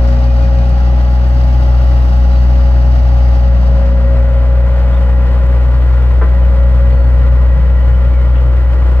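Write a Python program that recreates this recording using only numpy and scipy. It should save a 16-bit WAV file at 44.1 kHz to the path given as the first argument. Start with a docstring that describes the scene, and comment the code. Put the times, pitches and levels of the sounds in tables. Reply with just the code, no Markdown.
"""A deep diesel hum first: a road roller drives slowly up a freshly laid road, some thirty metres off.
Its four cylinders fire 61 times a second; tones locked to the engine add a fan and a nine-piston pump's whine.
Shaped noise, its repeating part gated by the firings, makes roar and clatter; after about 4 s it is duller
and a right-hand hiss fades. A hollow knock (ringing modes) and a few clinks (noise bursts) come from the site;
faint brief squeaks and longer thin whines are narrow bands, some gliding."""
import sys
import numpy as np
from scipy import signal
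from scipy.fft import rfft, irfft
from scipy.io import wavfile

SR = 44100
rng = np.random.default_rng(int(sys.argv[2]) if len(sys.argv) > 2 else 0)


def store_pcm(level_fs):
    """Save levels as 16-bit WAV."""
    pcm = np.round(np.clip(level_fs, -1, 1) * 32767).astype(np.int16)
    wavfile.write(sys.argv[1], SR, np.atleast_2d(pcm).T)


N = 396900
TIME = np.arange(N) / SR  # s
BIN_HZ = np.maximum(np.arange(N // 2 + 1) * SR / N, 1)
CUTOFF_HZ = 15500
CYLINDERS = 4
LEFT_LEAD_NEAR_S, LEFT_LEAD_FAR_S = 0.000294, 0.000095


def from_db(db):
    """Decibels to gain."""
    return np.exp(np.asarray(db, np.float32) * np.float32(np.log(10) / 20))


def rms_one(x):
    """Scale to unit power."""
    return x / np.sqrt(np.mean(x ** 2) + 1e-20)


def in_time(rows):
    """Each column of a time table at every sample."""
    s, *columns = np.transpose(rows)
    return [np.interp(TIME, s, column) for column in columns]


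def at_hz(rows, hz):
    """Each column of a spectrum table at the given frequencies, on a log scale."""
    points, *columns = np.transpose(rows)
    return [np.interp(np.log(hz), np.log(points), column) for column in columns]


def drift(rate_hz):
    """Slow chance with spread 1, drawn at every 100th sample and joined by straight lines."""
    step = 100
    draws = rng.standard_normal(N // step + 2)
    hz = np.arange(len(draws) // 2 + 1) * SR / N
    lowpass = 1 / (1 + (hz / rate_hz) ** 2)
    slow = rms_one(irfft(rfft(draws) * lowpass, len(draws))).astype(np.float32)
    between = np.arange(step, dtype=np.float32) / step
    return (slow[:-1, None] + np.diff(slow)[:, None] * between).ravel()[:N]


def swell(period_s, crest_s):
    """A regular rise and fall between -1 and 1."""
    return np.cos(2 * np.pi * (TIME - crest_s) / period_s)


def bell(hz, width_hz):
    """A bell-shaped band of height 1."""
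    return np.exp(-0.5 * ((BIN_HZ - hz) / width_hz) ** 2)


def pan(left_db):
    """Left and right gains for a left minus right level difference."""
    return from_db(np.float32([[0.5], [-0.5]]) * np.float32(left_db))


# stereo image: [f/Hz, left-right likeness/0-1, left minus right near/dB, same when farther/dB]
STEREO_IMAGE = [(61, 1, 5, 1.5), (250, 0.94, -2, 1), (535, 0.89, 10, 1.5), (830, 0.9, -4, 2.5),
                (1200, .9, 5.5, 1.5), (1990, 0.8, 7, 2.5), (3060, 0.4, -2, 1), (5140, .58, -8.5, -0.5),
                (7040, 0.6, 2, 6), (10000, 0.3, 11.5, 7.5), (15000, .15, -4, 3.5)]


def line_side(cycle, multiple, away):
    """Left minus right dB of a tone as the roller moves off."""
    _, near_db, far_db = at_hz(STEREO_IMAGE, multiple * cycle[-1] / TIME[-1])
    return near_db + (far_db - near_db) * away


BASS_TURN_RAD_HZ = 15  # advances the right side's phase by this / f: strongest in the bass


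def line(cycle, multiple, level_db, left_db, shift_turns=0):
    """One stereo sine locked to the engine cycle, its right side shifted in phase."""
    hz = multiple * cycle[-1] / TIME[-1]
    turns = multiple * cycle + shift_turns
    angle = 2 * np.pi * (turns - np.floor(turns)).astype(np.float32)
    right_lag_rad = 2 * np.pi * hz * LEFT_LEAD_FAR_S - BASS_TURN_RAD_HZ / hz
    tone = np.sin(angle - np.float32([[0], [right_lag_rad]]))
    return 2 ** 0.5 * from_db(level_db) * pan(left_db) * tone


HUM_DB, HUM_SWING_DB, HUM_SWELL_S, HUM_CREST_S = -7.5, 0.72, 4.25, 2.8  # slow swell about a mean
HUM_LEFT_DB = 1.6
BEAT_S, BEAT_CREST_S = 1.39, 1.55  # overtones beat with an echo as the roller moves
# exhaust overtones before the beat: [firing harmonic, start level/dB, fade/dB per s,
# share of the whine's swing/dB per dB, echo share (negative: cancels at the crest)]
EXHAUST_OVERTONES = [(2, -24, 0.46, 0, 0.27), (3, -31.5, 0.5, 0.4, -0.53)]


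def exhaust(cycle, away, hum_flutter_db=0.25, overtone_flutter_db=1.4):
    """Four firings a cycle; the silencer leaves a deep hum, its overtones locked to it and beating with an echo."""
    hum_db = HUM_DB + HUM_SWING_DB * swell(HUM_SWELL_S, HUM_CREST_S) + hum_flutter_db * drift(6.4)
    out = line(cycle, CYLINDERS, hum_db, HUM_LEFT_DB)
    beat = swell(BEAT_S, BEAT_CREST_S)
    for harmonic, start_db, fade_db_per_s, follows, echo in EXHAUST_OVERTONES:
        multiple = CYLINDERS * harmonic
        level_db = start_db - fade_db_per_s * TIME + follows * whine_swing()
        level_db = level_db + overtone_flutter_db * drift(22)
        echo_gain = np.sqrt(1 + echo ** 2 + 2 * echo * beat)
        out += echo_gain * line(cycle, multiple, level_db, line_side(cycle, multiple, away))
    return out


# pump whine: [t/s, 2nd piston harmonic level/dB, 3rd piston harmonic level/dB]
PUMP_WHINE = [(0, -27.5, -38), (0.9, -34, -37), (2.1, -34.5, -37), (3.3, -32, -38.5), (3.95, -26, -45.5),
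              (4.9, -30.5, -41), (5.6, -33, -43), (5.85, -40, -45), (6.4, -31.5, -42.5), (6.9, -29.5, -45),
              (7.3, -33.5, -46.5), (9, -35, -46.5)]


def whine_swing():
    """The 2nd piston harmonic's dB above its mean; parts of exhaust and roar swell with it."""
    whine_db = in_time(PUMP_WHINE)[0]
    return whine_db - whine_db.mean()


# pump overtones: [piston harmonic, level near/dB, level farther/dB]
PUMP_OVERTONES = [(5, -58.5, -50.5), (6, -56.5, -54), (7, -59, -49), (8, -63, -59), (9, -60, -64),
                  (11, -65, -61), (16, -66.5, -67)]


def pump(cycle, away, flutter_db=1.5, overtone_flutter_db=3.5, wander_turns=0.098):
    """Nine pistons, two turns a cycle: a whine on harmonics 2 and 3, with thin, wavering overtones."""
    strokes = 18  # per engine cycle
    out = 0
    for harmonic, whine_db in enumerate(in_time(PUMP_WHINE), 2):
        multiple = strokes * harmonic
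        level_db = whine_db + flutter_db * drift(5.6)
        out = out + line(cycle, multiple, level_db, line_side(cycle, multiple, away))
    for harmonic, near_db, far_db in PUMP_OVERTONES:
        multiple = strokes * harmonic
        level_db = near_db + (far_db - near_db) * away + overtone_flutter_db * drift(13)
        side_db = line_side(cycle, multiple, away)
        out += line(cycle, multiple, level_db, side_db, wander_turns * drift(16))
    return out


FAN_PER_CYCLE = 15.953  # blade passes, just under the 4th firing harmonic
# fan tone: [t/s, level/dB]
FAN_TONE = [(0, -28), (.3, -30), (.85, -36.5), (1.4, -33), (2.2, -37.5), (2.7, -33), (3.5, -37),
            (4.15, -28.5), (4.65, -43), (5.1, -35), (6.3, -39.5), (7.1, -35), (7.7, -42.5), (9, -48)]


def fan(cycle, away, flutter_db=1.5):
    """The belt-driven cooling fan hums at its blade rate."""
    level_db = in_time(FAN_TONE)[0] + flutter_db * drift(13)
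    return line(cycle, FAN_PER_CYCLE, level_db, line_side(cycle, FAN_PER_CYCLE, away))


# weaker lines: [multiple of the four-stroke cycle rate (tone rounds it), level near/dB, level farther/dB]
ENGINE_ORDERS = [(2, -47.5, -42.5), (3, -42, -36.5), (6, -47.5, -40), (7, -37.5, -35), (9, -41, -42),
                 (15, -41, -48), (17, -51.5, -47.5), (18, -51, -48.5), (20, -43, -46.5), (21, -46.5, -50),
                 (23, -45, -56.5), (26, -47, -56.5), (32, -60, -39.5), (34, -54.5, -45), (35, -48, -41),
                 (38, -50.5, -46.5), (39, -48.5, -48.5), (41, -43.5, -48), (42, -46.5, -49.5),
                 (44, -44.5, -47.5), (46, -47, -51), (48, -43, -57.5), (52, -42, -54.5), (55, -41.5, -50),
                 (56, -51, -51), (58, -58, -54), (60, -59, -52), (63.9, -60, -50), (66.14, -59.5, -50),
                 (77, -52, -54.5), (77.9, -55, -51.5), (85.5, -53.5, -58.5), (90, -55.5, -52.5),
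                 (90.8, -56.5, -53), (94, -58, -54.5), (130.2, -59.5, -52.5)]


def engine_lines(cycle, away, waver_db=2.0, wander_turns=0.15):
    """Unequal cylinders and driven gear add weaker lines on and between the firing harmonics; echoes shift them."""
    out = 0
    for multiple, near_db, far_db in ENGINE_ORDERS:
        level_db = near_db + (far_db - near_db) * away + waver_db * drift(5.3)
        shift_turns = rng.random() + wander_turns * drift(3.0)
        side_db = line_side(cycle, multiple, away)
        out = out + line(cycle, round(multiple), level_db, side_db, shift_turns)
    return out


# unequal knock of the cylinders, in firing order: [relative level/dB]
CYLINDER_KNOCK_DB = [0.9, 0.87, -0.3, -0.9]


def firing_gate(cycle, depth=0.44, fade_per_firing=9.0):
    """Every firing starts a burst of clatter that dies before the next, over a steady floor."""
    firing = cycle * CYLINDERS
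    strength = from_db(CYLINDER_KNOCK_DB)[firing.astype(int) % CYLINDERS]
    return rms_one(strength * (1 + depth * np.exp(-fade_per_firing * (firing % 1))))


RIPPLE_DB, RIPPLE_SPACING_HZ, RIPPLE_FROM_HZ = 2.5, 65.7, 3000


def ripple(count=400):
    """Chance peaks and dips, in dB, that small panels add to the treble."""
    heights = np.interp(BIN_HZ / RIPPLE_SPACING_HZ, np.arange(count), rng.standard_normal(count))
    return RIPPLE_DB * heights / (1 + (RIPPLE_FROM_HZ / BIN_HZ) ** 2)


# base spectrum of the roar: [f/Hz, density near/dB per Hz, density farther/dB per Hz]
ROAR_SPECTRUM = [(26, -54, -58.5), (103, -48.5, -50), (152.5, -46.5, -49), (186, -57, -62),
                 (215, -58.5, -64), (312, -59.5, -61.5), (480, -71, -61), (640, -65.5, -63),
                 (1180, -65.5, -67), (2480, -80.5, -75.5), (3600, -80, -80.5), (6560, -89.5, -92.5),
                 (8550, -102.7, -102.5), (11700, -92, -99.5), (15500, -102.3, -105.1)]
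# resonances of block and hood: [f/Hz, width/Hz, lift near/dB, lift farther/dB]
PANEL_RESONANCES = [(585, 61, 5, 4), (760, 80, 7.5, -1.5), (835, 35, 3.5, 0), (1014, 41, -9, 5),
                    (1170, 35, 2.5, 2.5), (1420, 120, 2.5, 4), (1831, 18, 5, 6), (1946, 57, 8, 4.5),
                    (2210, 22, 1, 3), (2450, 14, 6, 0.5), (2810, 190, 8, 1), (3020, 36, 1.5, 3.5),
                    (3900, 58, 4, -0.5), (4670, 260, 9.5, 1.5), (5330, 170, 8.5, 1), (5950, 200, 4.5, -1),
                    (7600, 300, 5, 4)]
# clatter that repeats with every engine cycle: [f/Hz, share/0-1]
REPEATING_SHARE = [(200, 0.03), (500, 0.22), (1000, 0.3), (2500, 0.2), (5000, 0), (9000, 0.2)]


def roar(cycle, index, lead_s, flicker_db=0.92, grain_db=1.17):
    """Valves, injectors and fan ring block and hood: a gated pattern repeating each cycle, plus turbulence."""
    pattern = rng.standard_normal(round(SR * TIME[-1] / cycle[-1]))
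    place = (cycle % 1 * len(pattern)).astype(int)
    flicker = from_db(flicker_db * drift(11))
    repeating = rfft(flicker * firing_gate(cycle) * pattern[place])
    grain = from_db(grain_db * drift(150))
    noise = flicker * grain * rng.standard_normal((3, N))
    turbulent, *scattered = rfft(noise.astype(np.float32))
    share = np.clip(at_hz(REPEATING_SHARE, BIN_HZ)[0], 0, 1)
    direct = np.sqrt(share) * repeating + np.sqrt(1 - share) * turbulent
    # direct sound reaches the left first; what the banks scatter differs on each side
    alike, *left_db = at_hz(STEREO_IMAGE, BIN_HZ)
    alike = np.clip(alike, 0, 1)
    arrival = np.exp(-2j * np.pi * BIN_HZ * lead_s * np.array([[0], [1]]))
    both = np.sqrt(alike) * direct * arrival + np.sqrt(1 - alike) * np.array(scattered)
    colour_db = at_hz(ROAR_SPECTRUM, BIN_HZ)[index] + ripple()
    for hz, width_hz, *lift_db in PANEL_RESONANCES:
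        colour_db = colour_db + lift_db[index] * bell(hz, width_hz)
    sides = pan(left_db[index])
    sides = sides / np.sqrt(np.mean(sides ** 2, axis=0))
    return irfft(both * sides * from_db(colour_db), N) * np.sqrt(SR / 2)


LOW_MID_HZ, LOW_MID_WIDTH_HZ = 360, 34
HIGH_MID_HZ, HIGH_MID_WIDTH_HZ = 740, 40
RUSH_HZ, RUSH_WIDTH_HZ, RUSH_FOLLOWS = 676, 47, 0.94  # follows: dB per dB of the whine's swing
# middle bands of the roar: [t/s, low band level/dB, high band level/dB]
MID_LEVELS = [(0, 2, 1.5), (1.5, 1, -1.5), (3, -2.5, 0.5), (4.4, -4, 0.5), (5.1, -0.5, 2.5), (6, 2, 0.5),
              (7.1, -3.5, -2), (8, 0.5, -3.5), (8.7, 3.5, -3)]
# treble of the roar: [t/s, clatter level/dB, top hiss level/dB]
TREBLE_LEVELS = [(0, 1.5, -2.5), (1, 1, -2.5), (1.8, 0.5, -1), (2.02, 2, 2), (2.25, 0.5, -1.5),
                 (3.9, -0.8, -4.5), (5.1, 0.1, 0.7), (7.3, -0.9, -1.8), (9, -1.5, -1)]
# low rumble: [t/s, level/dB]
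RUMBLE_LEVEL = [(0, -2.5), (.55, 4.5), (1.15, -1.5), (1.6, 3.5), (2.1, 0.5), (3, 1.5), (3.8, 1.5),
                (4.4, 2.5), (5, 0), (5.9, 1), (6.5, 4), (7.1, 5), (7.9, 6.5), (9, 2)]


def machine_noise(cycle, away, rumble_top_hz=250, hiss_from_hz=8500, flutter_db=0.8, lumpy_db=0.4):
    """The roar dulls with distance: lumpy rumble, shifting middle, a rush following the pump, unsteady top hiss."""
    near = roar(cycle, index=0, lead_s=LEFT_LEAD_NEAR_S)
    far = roar(cycle, index=1, lead_s=LEFT_LEAD_FAR_S)
    rest = rfft(np.sqrt(1 - away) * near + np.sqrt(away) * far)
    low_mid_db, high_mid_db = in_time(MID_LEVELS)
    clatter_db, hiss_db = in_time(TREBLE_LEVELS)
    rumble_db = in_time(RUMBLE_LEVEL)[0] + lumpy_db * drift(14)
    bass = 1 / (1 + (BIN_HZ / rumble_top_hz) ** 4)
    top = 1 / (1 + (hiss_from_hz / BIN_HZ) ** 8)
    bands = [
        (bell(LOW_MID_HZ, LOW_MID_WIDTH_HZ), low_mid_db),
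        (bell(HIGH_MID_HZ, HIGH_MID_WIDTH_HZ), high_mid_db),
        (bass, rumble_db),
        (bell(RUSH_HZ, RUSH_WIDTH_HZ), RUSH_FOLLOWS * whine_swing()),
        (top, hiss_db + flutter_db * drift(120)),
    ]
    out = 0
    for share, level_db in bands:  # each band takes its share of what is left
        out = out + from_db(level_db) * irfft(rest * share, N)
        rest = rest * (1 - share)
    return out + from_db(clatter_db) * irfft(rest, N)


def ring(drive, hz, t60_s):
    """A unit click sets a decaying sine of starting height 1 ringing."""
    r, w = from_db(-60 / (t60_s * SR)), 2 * np.pi * hz / SR
    return signal.lfilter([0, np.sin(w)], [1, -2 * r * np.cos(w), r * r], drive + 1e-18)


# knock and its rebound: [t/s, level/dB]
KNOCK_BLOWS = [(6.2117, -6.5), (6.217, -2.5)]
# modes of the hollow body: [f/Hz, level/dB, t60/s]
HOLLOW_MODES = [(338, -29, .25), (380, -27, .22), (445, -20, .17), (538, -17.5, 0.058), (643, -17, .08),
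                (862, -27, 0.073), (1020, -19.5, 0.12), (1173, -24, .14), (1365, -18.5, .26),
                (1554, -27.5, .16), (1780, -26.5, .18), (1986, -27, .12), (2290, -41, .1), (3200, -41, .1)]


def knock(scatter_db=-16, scatter_s=0.038, build_cycles=2.13, contact_hz=2800, rise_s=0.005):
    """A soft blow and its rebound ring a hollow body; the banks scatter a dull tail that swells and dies."""
    count, start = SR // 2, int(KNOCK_BLOWS[0][0] * SR) - SR // 20
    now = TIME[start:start + count]
    body, tail = np.zeros(count), np.zeros(count)
    for s, blow_db in KNOCK_BLOWS:
        age_s = np.maximum(now - s, 0)
        envelope = (1 - np.exp(-age_s / rise_s)) * np.exp(-age_s / scatter_s)
        tail += from_db(blow_db + scatter_db) * envelope
        for hz, mode_db, t60_s in HOLLOW_MODES:
            late_s = (build_cycles + rng.uniform(-0.5, 0.52)) / hz  # low modes speak later
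            blow = signal.unit_impulse(count, int((s + late_s) * SR) - start)
            body += from_db(blow_db + mode_db) * ring(blow, hz, t60_s)
    band = signal.butter(2, [330, 1600], "band", fs=SR, output="sos")
    scattered = signal.sosfilt(band, tail * rng.standard_normal((2, count)))
    contact = signal.butter(2, contact_hz, fs=SR, output="sos")
    soft = signal.sosfilt(contact, pan(1.5) * body + scattered)
    return np.pad(soft, ((0, 0), (start, N - start - count)))


# clinks and clicks of stone and tools: [t/s, level/dB, f/Hz, width/Hz, decay/s, left minus right/dB]
CLINK_BURSTS = [(.076, -42, 4400, 3980, 0.033, 1), (.692, -41, 5000, 5000, 0.005, 0),
                (1.28, -53, 7000, 7000, 0.023, 7), (2.33, -63, 11000, 6000, .012, -0.5),
                (3.67, -55, 12000, 6000, .012, -3), (5.464, -50, 9000, 7960, 0.0054, 4),
                (8.342, -36, 1600, 600, .025, 4.5), (8.355, -38.5, 2750, 900, .035, 3)]


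def clinks():
    """Each small contact is a short, decaying noise burst in one band."""
    out, count = np.zeros((2, N)), SR // 3
    for s, level_db, hz, width_hz, decay_s, left_db in CLINK_BURSTS:
        edges_hz = [max(hz - width_hz / 2, 100), min(hz + width_hz / 2, CUTOFF_HZ)]
        band = signal.butter(2, edges_hz, "band", fs=SR, output="sos")
        noise = rms_one(signal.sosfilt(band, rng.standard_normal((2, count))))
        burst = noise * np.exp(-TIME[:count] / decay_s)
        start = int(s * SR)
        out[:, start:start + count] += from_db(level_db) * pan(left_db) * burst
    return out


# brief squeaks and longer thin whines: [t/s, level/dB, start f/Hz, end f/Hz, length/s, width/Hz]
SQUEAKS_AND_WHINES = [(0, -50, 2450, 2470, 1, 6), (2.3, -50, 4050, 3880, .11, 40),
                      (2.34, -50, 4530, 4390, .11, 70), (2.569, -53, 4900, 4800, .13, 60),
                      (3.21, -54, 4800, 4900, .13, 70), (4.918, -48, 3280, 3300, .03, 50),
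                      (4.94, -48, 3570, 3520, .055, 110), (5.022, -51, 3170, 2800, .06, 80),
                      (5, -59, 2482, 2482, .9, 12), (6.299, -52, 1940, 1947, 1, 30),
                      (7.45, -47.5, 1945, 1945, .9, 30), (8.55, -47, 1940, 1940, .44, 33),
                      (6.892, -56, 4420, 4340, .26, 40), (7.4, -57, 3020, 3020, 1.6, 39),
                      (8.118, -44.5, 2330, 2000, .18, 90), (8.313, -52, 3230, 3360, .1, 70)]


def squeaks_and_whines():
    """Brief squeaks and longer thin whines: a rough, narrow band that may glide, swells and fades."""
    out = np.zeros(N)
    for s, level_db, start_hz, end_hz, length_s, width_hz in SQUEAKS_AND_WHINES:
        span = slice(int(s * SR), int((s + length_s) * SR))
        progress = np.linspace(0, 1, span.stop - span.start)
        angle = 2 * np.pi * np.cumsum(start_hz + (end_hz - start_hz) * progress) / SR
        rough = drift(width_hz)[span] * np.sin(angle) + drift(width_hz)[span] * np.cos(angle)
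        envelope = np.sin(np.pi * np.sqrt(progress))
        out[span] += from_db(level_db) * envelope * rms_one(rough)
    return out


# engine speed, held nearly steady by the governor: [t/s, firing rate/Hz]
FIRING_RATE = [(0, 60.42), (0.6, 60.71), (1.45, 61.64), (2.15, 61.02), (2.85, 61.25), (3.45, 60.93),
               (4.2, 60.47), (4.8, 61.14), (5.5, 61.02), (5.95, 61.39), (6.5, 61.06), (9, 61.25)]
# moving off: [t/s, share of the farther sound/0-1]
AWAY_SHARE = [(0, 0.24), (3.3, 0.31), (3.75, 0.65), (4.2, 0.97), (4.7, 1), (9, 0.99)]


def scene(wobble_cycles=0.0007):
    """One crankshaft drives the machine; each cylinder fires once in a four-stroke cycle."""
    cycle = 1 + np.cumsum(in_time(FIRING_RATE)[0]) / SR / CYLINDERS + wobble_cycles * drift(6)
    away = np.clip(in_time(AWAY_SHARE)[0], 0, 1).astype(np.float32)
    roller = exhaust(cycle, away) + pump(cycle, away) + fan(cycle, away)
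    roller = roller + engine_lines(cycle, away) + machine_noise(cycle, away)
    return roller + knock() + clinks() + squeaks_and_whines()


FULL_SCALE = 1.02


def record(dry, hardness=14):
    """The highest crests are rounded and the top is cut steeply."""
    rounded = dry / (1 + np.abs(dry / FULL_SCALE) ** hardness) ** (1 / hardness)
    # a mirrored lead-in lets the filter settle
    lead_in = np.pad(rounded, ((0, 0), (2000, 0)), mode="reflect", reflect_type="odd")
    steep = signal.ellip(10, 0.1, 80, CUTOFF_HZ, fs=SR, output="sos")
    return signal.sosfilt(steep, lead_in)[:, -N:]


dry = scene()
out = record(dry)
store_pcm(out)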